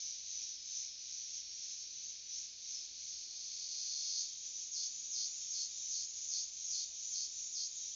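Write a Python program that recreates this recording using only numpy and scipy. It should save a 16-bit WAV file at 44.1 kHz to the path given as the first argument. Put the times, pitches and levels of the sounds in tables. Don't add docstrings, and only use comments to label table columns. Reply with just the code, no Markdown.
import sys
import numpy as np
from scipy import signal
from scipy.fft import rfft, irfft
from scipy.io import wavfile
from scipy.ndimage import uniform_filter1d, map_coordinates

SR = 44100
rng = np.random.default_rng(int(sys.argv[2]) if len(sys.argv) > 2 else 0)


def master_out(mix):
    frames = np.transpose(np.atleast_2d(mix))
    ceiling = np.clip(frames, -1, 1)
    pcm = np.round(ceiling * 32767).astype(np.int16)
    wavfile.write(sys.argv[1], SR, pcm)


N = 350595
T = np.arange(N) / SR


def from_db(db):
    return 10 ** (np.asarray(db) / 20)


def rms_one(x):
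    return x / np.sqrt(np.mean(x ** 2) + 1e-20)


def in_time(rows):
    times_s, *columns = np.transpose(rows)
    return [np.interp(T, times_s, column) for column in columns]


def drift(knots_per_s):
    knots = rng.standard_normal(4096)
    return rms_one(map_coordinates(knots, [T * knots_per_s + 5], order=1, mode="wrap"))


def coloured_noise(spectrum):
    hz, db = np.transpose(spectrum)
    bins_hz = np.maximum(np.arange(N // 2 + 1) * SR / N, 1)
    gain = from_db(np.interp(np.log(bins_hz), np.log(hz), db, left=-80, right=-80))
    return rms_one(irfft(rfft(rng.standard_normal(N)) * gain, N))


def tone(hz, rms_db):
    return np.sqrt(2) * from_db(rms_db) * np.sin(2 * np.pi * np.cumsum(hz) / SR)


def wavering_notes(notes, fade_s, waver_hz, waver_db):
    out = np.zeros(N)
    for start, end, hz, db in notes:
        gate = np.clip(np.minimum(T - start, end - T) / fade_s, 0, 1)
        out += gate * tone(hz + waver_hz * drift(120), db + waver_db * drift(25))
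    return out


# f/Hz, level/dB
HUM_PARTIALS = [(175, -94), (348, -95), (608, -102)]
# f/Hz, relative density/dB
WATER_SPECTRUM = [(20, 2), (40, 2), (65, 2.5), (110, -1.5), (170, -8.5), (210, -6.5), (330, -7), (480, -9),
                  (720, -12), (1000, -15), (1400, -16.5), (2500, -21.5)]
# t/s, f/Hz, level/dB
THIN_TONE = [(3.2, 1200, -115), (3.4, 1180, -90.5), (3.9, 1156, -98.5), (5.3, 1191, -89), (6.4, 1185, -95),
             (7.9, 1180, -94)]

def river():
    hum = sum(tone(hz + 3 * drift(12), db + 3 * drift(4.0)) for hz, db in HUM_PARTIALS)
    water = from_db(-77.5) * coloured_noise(WATER_SPECTRUM)
    thin_hz, thin_db = in_time(THIN_TONE)
    return water + hum + tone(thin_hz + 2.6 * drift(15), thin_db)


# start t/s, end t/s, f/Hz, level/dB
HOOT_NOTES = [(3.27, 3.47, 775, -86), (3.58, 3.85, 722, -90), (6.56, 6.75, 687, -92),
              (6.84, 7.0, 678, -86.5)]

def far_hoots():
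    return wavering_notes(HOOT_NOTES, fade_s=0.055, waver_hz=34.9, waver_db=4.0)


# f/Hz, relative density/dB
FOREST_SPECTRUM = [(1200, -38.5), (1520, -25.5), (1950, -20.5), (2420, -9), (2750, -12), (3500, -5),
                   (3930, -0.5), (4110, -1.5), (4330, 3), (4600, 0), (4850, 2), (6000, 1), (6700, -1),
                   (7300, -20.5)]
# t/s, base level/dB
FOREST_FADE = [(0, -51.5), (2.6, -52), (4.3, -53), (7.9, -54)]

def far_forest(throb_db):
    return from_db(in_time(FOREST_FADE)[0] + .3 * throb_db) * coloured_noise(FOREST_SPECTRUM)


# start t/s, end t/s, f/Hz, level/dB
WHISTLE_NOTES = [(.5, 1.05, 5228, -57.5), (1.28, 1.57, 5532, -55.5), (1.58, 1.92, 5532, -57),
                 (1.9, 2.1, 5972, -56.5), (4.42, 4.62, 5972, -55), (4.92, 5.1, 5974, -55)]

def insect_whistles():
    return wavering_notes(WHISTLE_NOTES, fade_s=0.044, waver_hz=14, waver_db=1.0)


def tymbal(clicks_per_s, wander, jitter_s, uneven_db):
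    ribs = np.cumsum(clicks_per_s * (1 + wander * drift(30))) / SR
    onsets = np.flatnonzero(np.diff(np.floor(ribs)))
    timing, strength = rng.standard_normal((8192, 2))[:len(onsets)].T
    onsets = (onsets + np.round(timing * jitter_s * SR).astype(int)) % N
    return np.bincount(onsets, from_db(uneven_db * strength), N)


def body_mode(clicks, hz, width_hz):
    r = np.exp(-np.pi * width_hz * np.sqrt(2) / SR)
    b = np.array([1, 0, -1]) * (1 - r * r) / 2
    a = [1, -2 * r * np.cos(2 * np.pi * hz / SR), r * r]
    return signal.lfilter(b, a, signal.lfilter(b, a, clicks + 1e-18))


def gliding_mode(clicks, hz, width_hz):
    carrier = np.exp(2j * np.pi * np.cumsum(hz) / SR)
    r = np.exp(-np.pi * width_hz * np.sqrt(2) / SR)
    baseband = signal.lfilter([(1 - r) ** 2], [1, -2 * r, r * r], clicks / carrier + 1e-18)
    return 2 * np.real(carrier * baseband)


def steadied(x):
    power = np.abs(uniform_filter1d(x ** 2, size=500))
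    return x * np.std(x) / np.sqrt(power + 1e-14)


def among_trees(x, build_s, t60_s, wet_db, leaves_hz):
    t = T[:SR // 2]
    scatter = rng.standard_normal(len(t)) * from_db(-60 * t / t60_s) * np.minimum(t / build_s, 1) ** 2
    leaves = signal.butter(4, leaves_hz, fs=SR, output="sos")
    scatter = signal.sosfilt(leaves, scatter / np.linalg.norm(scatter))
    return x + from_db(wet_db) * signal.fftconvolve(x, scatter)[:N]


def singers(body, clicks_per_s, size_spread, flutter_db, count):
    group = np.zeros(N)
    for offset in np.linspace(-1, 1, count):
        clicks = tymbal(clicks_per_s * np.exp(.2 * offset), wander=.04, jitter_s=.00008, uneven_db=5.5)
        for hz, width_hz, db in body:
            mode = body_mode(clicks, hz * (1 + size_spread * offset), width_hz)
            group += from_db(db + flutter_db * drift(16)) * mode
    return rms_one(among_trees(steadied(group), build_s=0.013, t60_s=0.12, wet_db=-1.5, leaves_hz=7700))


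# centre t/s, half-power width/s, level/dB
CHORUS_SWELLS = [(0.055, 0.18, -44), (0.405, .17, -43.5), (0.778, .13, -42.5), (1.185, 0.24, -47),
                 (1.372, 0.059, -46.5), (1.672, 0.24, -47), (2.051, 0.19, -48.5), (2.375, 0.11, -44),
                 (2.743, 0.13, -44.5), (3.113, 0.19, -48), (3.492, .2, -51), (3.87, 0.42, -48.5),
                 (4.252, .2, -49.5), (4.463, .07, -48), (4.6, 0.1, -46.5), (4.992, 0.22, -49.5),
                 (5.43, 0.29, -47.5), (5.873, .2, -45.5), (6.271, .24, -47), (6.702, .17, -45.5),
                 (7.1, .21, -46.5), (7.426, .13, -46.5), (7.839, 0.14, -46.5)]

def throb(lull_db=-58, squareness=1.91):
    power = from_db(lull_db) ** 2
    for centre, width_s, db in CHORUS_SWELLS:
        halvings = np.abs(2 * (T - centre) / width_s) ** squareness
        power = power + from_db(db) ** 2 * .5 ** np.minimum(halvings, 20)
    return 10 * np.log10(power)


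# f/Hz, width/Hz, relative level/dB
MAIN_MODES = [(5240, 160, -9.5), (5563, 230, -5), (5703, 170, 3), (5988, 150, 6.5), (6350, 184, 2.5),
              (6460, 200, -6.5)]
# f/Hz, width/Hz, relative level/dB
SHRILL_MODES = [(3250, 97, -15.5), (3674, 170, -13), (6040, 210, -4.5), (6430, 160, 0.5), (6647, 130, 3),
                (6892, 300, -2)]
# t/s, base level/dB
SHRILL_ENTRY = [(0, -63.5), (3.2, -59.5), (4.8, -49.5), (7.9, -49)]

def chorus():
    main_db = throb()
    throb_db = main_db - main_db.mean()
    shrill_db = in_time(SHRILL_ENTRY)[0] + .5 * throb_db
    main = singers(MAIN_MODES, clicks_per_s=545, size_spread=.005, flutter_db=5.5, count=4)
    shrill = singers(SHRILL_MODES, clicks_per_s=585, size_spread=0.0022, flutter_db=4.5, count=3)
    return from_db(main_db) * main + from_db(shrill_db) * shrill + far_forest(throb_db)


BUZZ_PEAK_S, BUZZ_PEAK_DB = 4.215, -39

def long_buzz(rise_db_per_s=14.5, fall_db_per_s=231):
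    to_peak_s = BUZZ_PEAK_S - T
    db = BUZZ_PEAK_DB - np.maximum(rise_db_per_s * to_peak_s, -fall_db_per_s * to_peak_s)
    clicks_per_s = np.where(to_peak_s > .12, 550, 362)
    return db, clicks_per_s


# centre t/s, length/s, level/dB
NEAR_PULSES = [(4.798, .175, -40.5), (5.195, .18, -40), (5.583, .175, -41), (5.974, .18, -42),
               (6.362, .17, -40), (6.767, .175, -41), (7.186, 0.16, -41), (7.6, .16, -40.5)]

def abdomen_pulses(lag_s=.008):
    effort, opening = np.zeros(N), np.zeros(N)
    for centre, length, db in NEAR_PULSES:
        effort += from_db(db) / (1 + ((T - centre) / (length / 2)) ** 24)
        opening += np.maximum(1 - ((T - centre - lag_s) / (.6 * length)) ** 2, 0)
    return effort, opening


# f/Hz, width/Hz, relative level/dB
NEAR_MODES = [(3240, 80, -23), (3528, 84, -14), (3623, 110, -19), (3820, 150, -13.5), (4355, 65, -3),
              (4405, 84, 0), (4880, 89, 0), (5216, 160, -3), (5570, 60, -8.5), (5700, 83, 2), (6312, 96, 4),
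              (6350, 80, -10), (6726, 170, -7)]

def near_male(shut_hz=6800, open_hz=3800, edge_hz=230, hurry=.09, shut_sharpening=.015, mellow=0.23):
    buzz_db, clicks_per_s = long_buzz()
    effort, opening = abdomen_pulses()
    lowest_hz = shut_hz + (open_hz - shut_hz) * opening
    clicks = tymbal(clicks_per_s * (1 + hurry * opening), wander=.01, jitter_s=.00005, uneven_db=4.0)
    pitch = 1 + shut_sharpening * (1 - opening) * (T > BUZZ_PEAK_S) + .0045 * drift(70)
    modes = [from_db(db) * steadied(gliding_mode(clicks, hz * pitch, width_hz))
             for hz, width_hz, db in NEAR_MODES]
    song = np.zeros(N)
    for mode, (hz, _, _) in zip(modes, NEAR_MODES):
        entry_hz = max(hz, 4300)
        speaks = .5 + .5 * np.tanh((entry_hz - lowest_hz) / edge_hz)
        tilt_db = mellow * (buzz_db - buzz_db.max()) * np.log2(entry_hz / 5500)
        song += mode * (from_db(buzz_db + tilt_db) + effort * speaks)
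    return among_trees(song / np.std(sum(modes)), build_s=0.03, t60_s=0.3, wet_db=-4.0, leaves_hz=4940)


def scene():
    mix = chorus() + near_male() + insect_whistles() + far_hoots() + river()
    return np.array([mix, mix])


def record(dry, rolloff_hz=7150, stop_hz=7950, hiss_db=-99):
    rolled = signal.sosfilt(signal.butter(24, rolloff_hz, fs=SR, output="sos"), dry)
    cut = signal.sosfilt(signal.cheby2(20, 60, stop_hz, fs=SR, output="sos"), rolled)
    return cut + from_db(hiss_db) * rng.standard_normal(N)


dry = scene()
out = record(dry)
master_out(out)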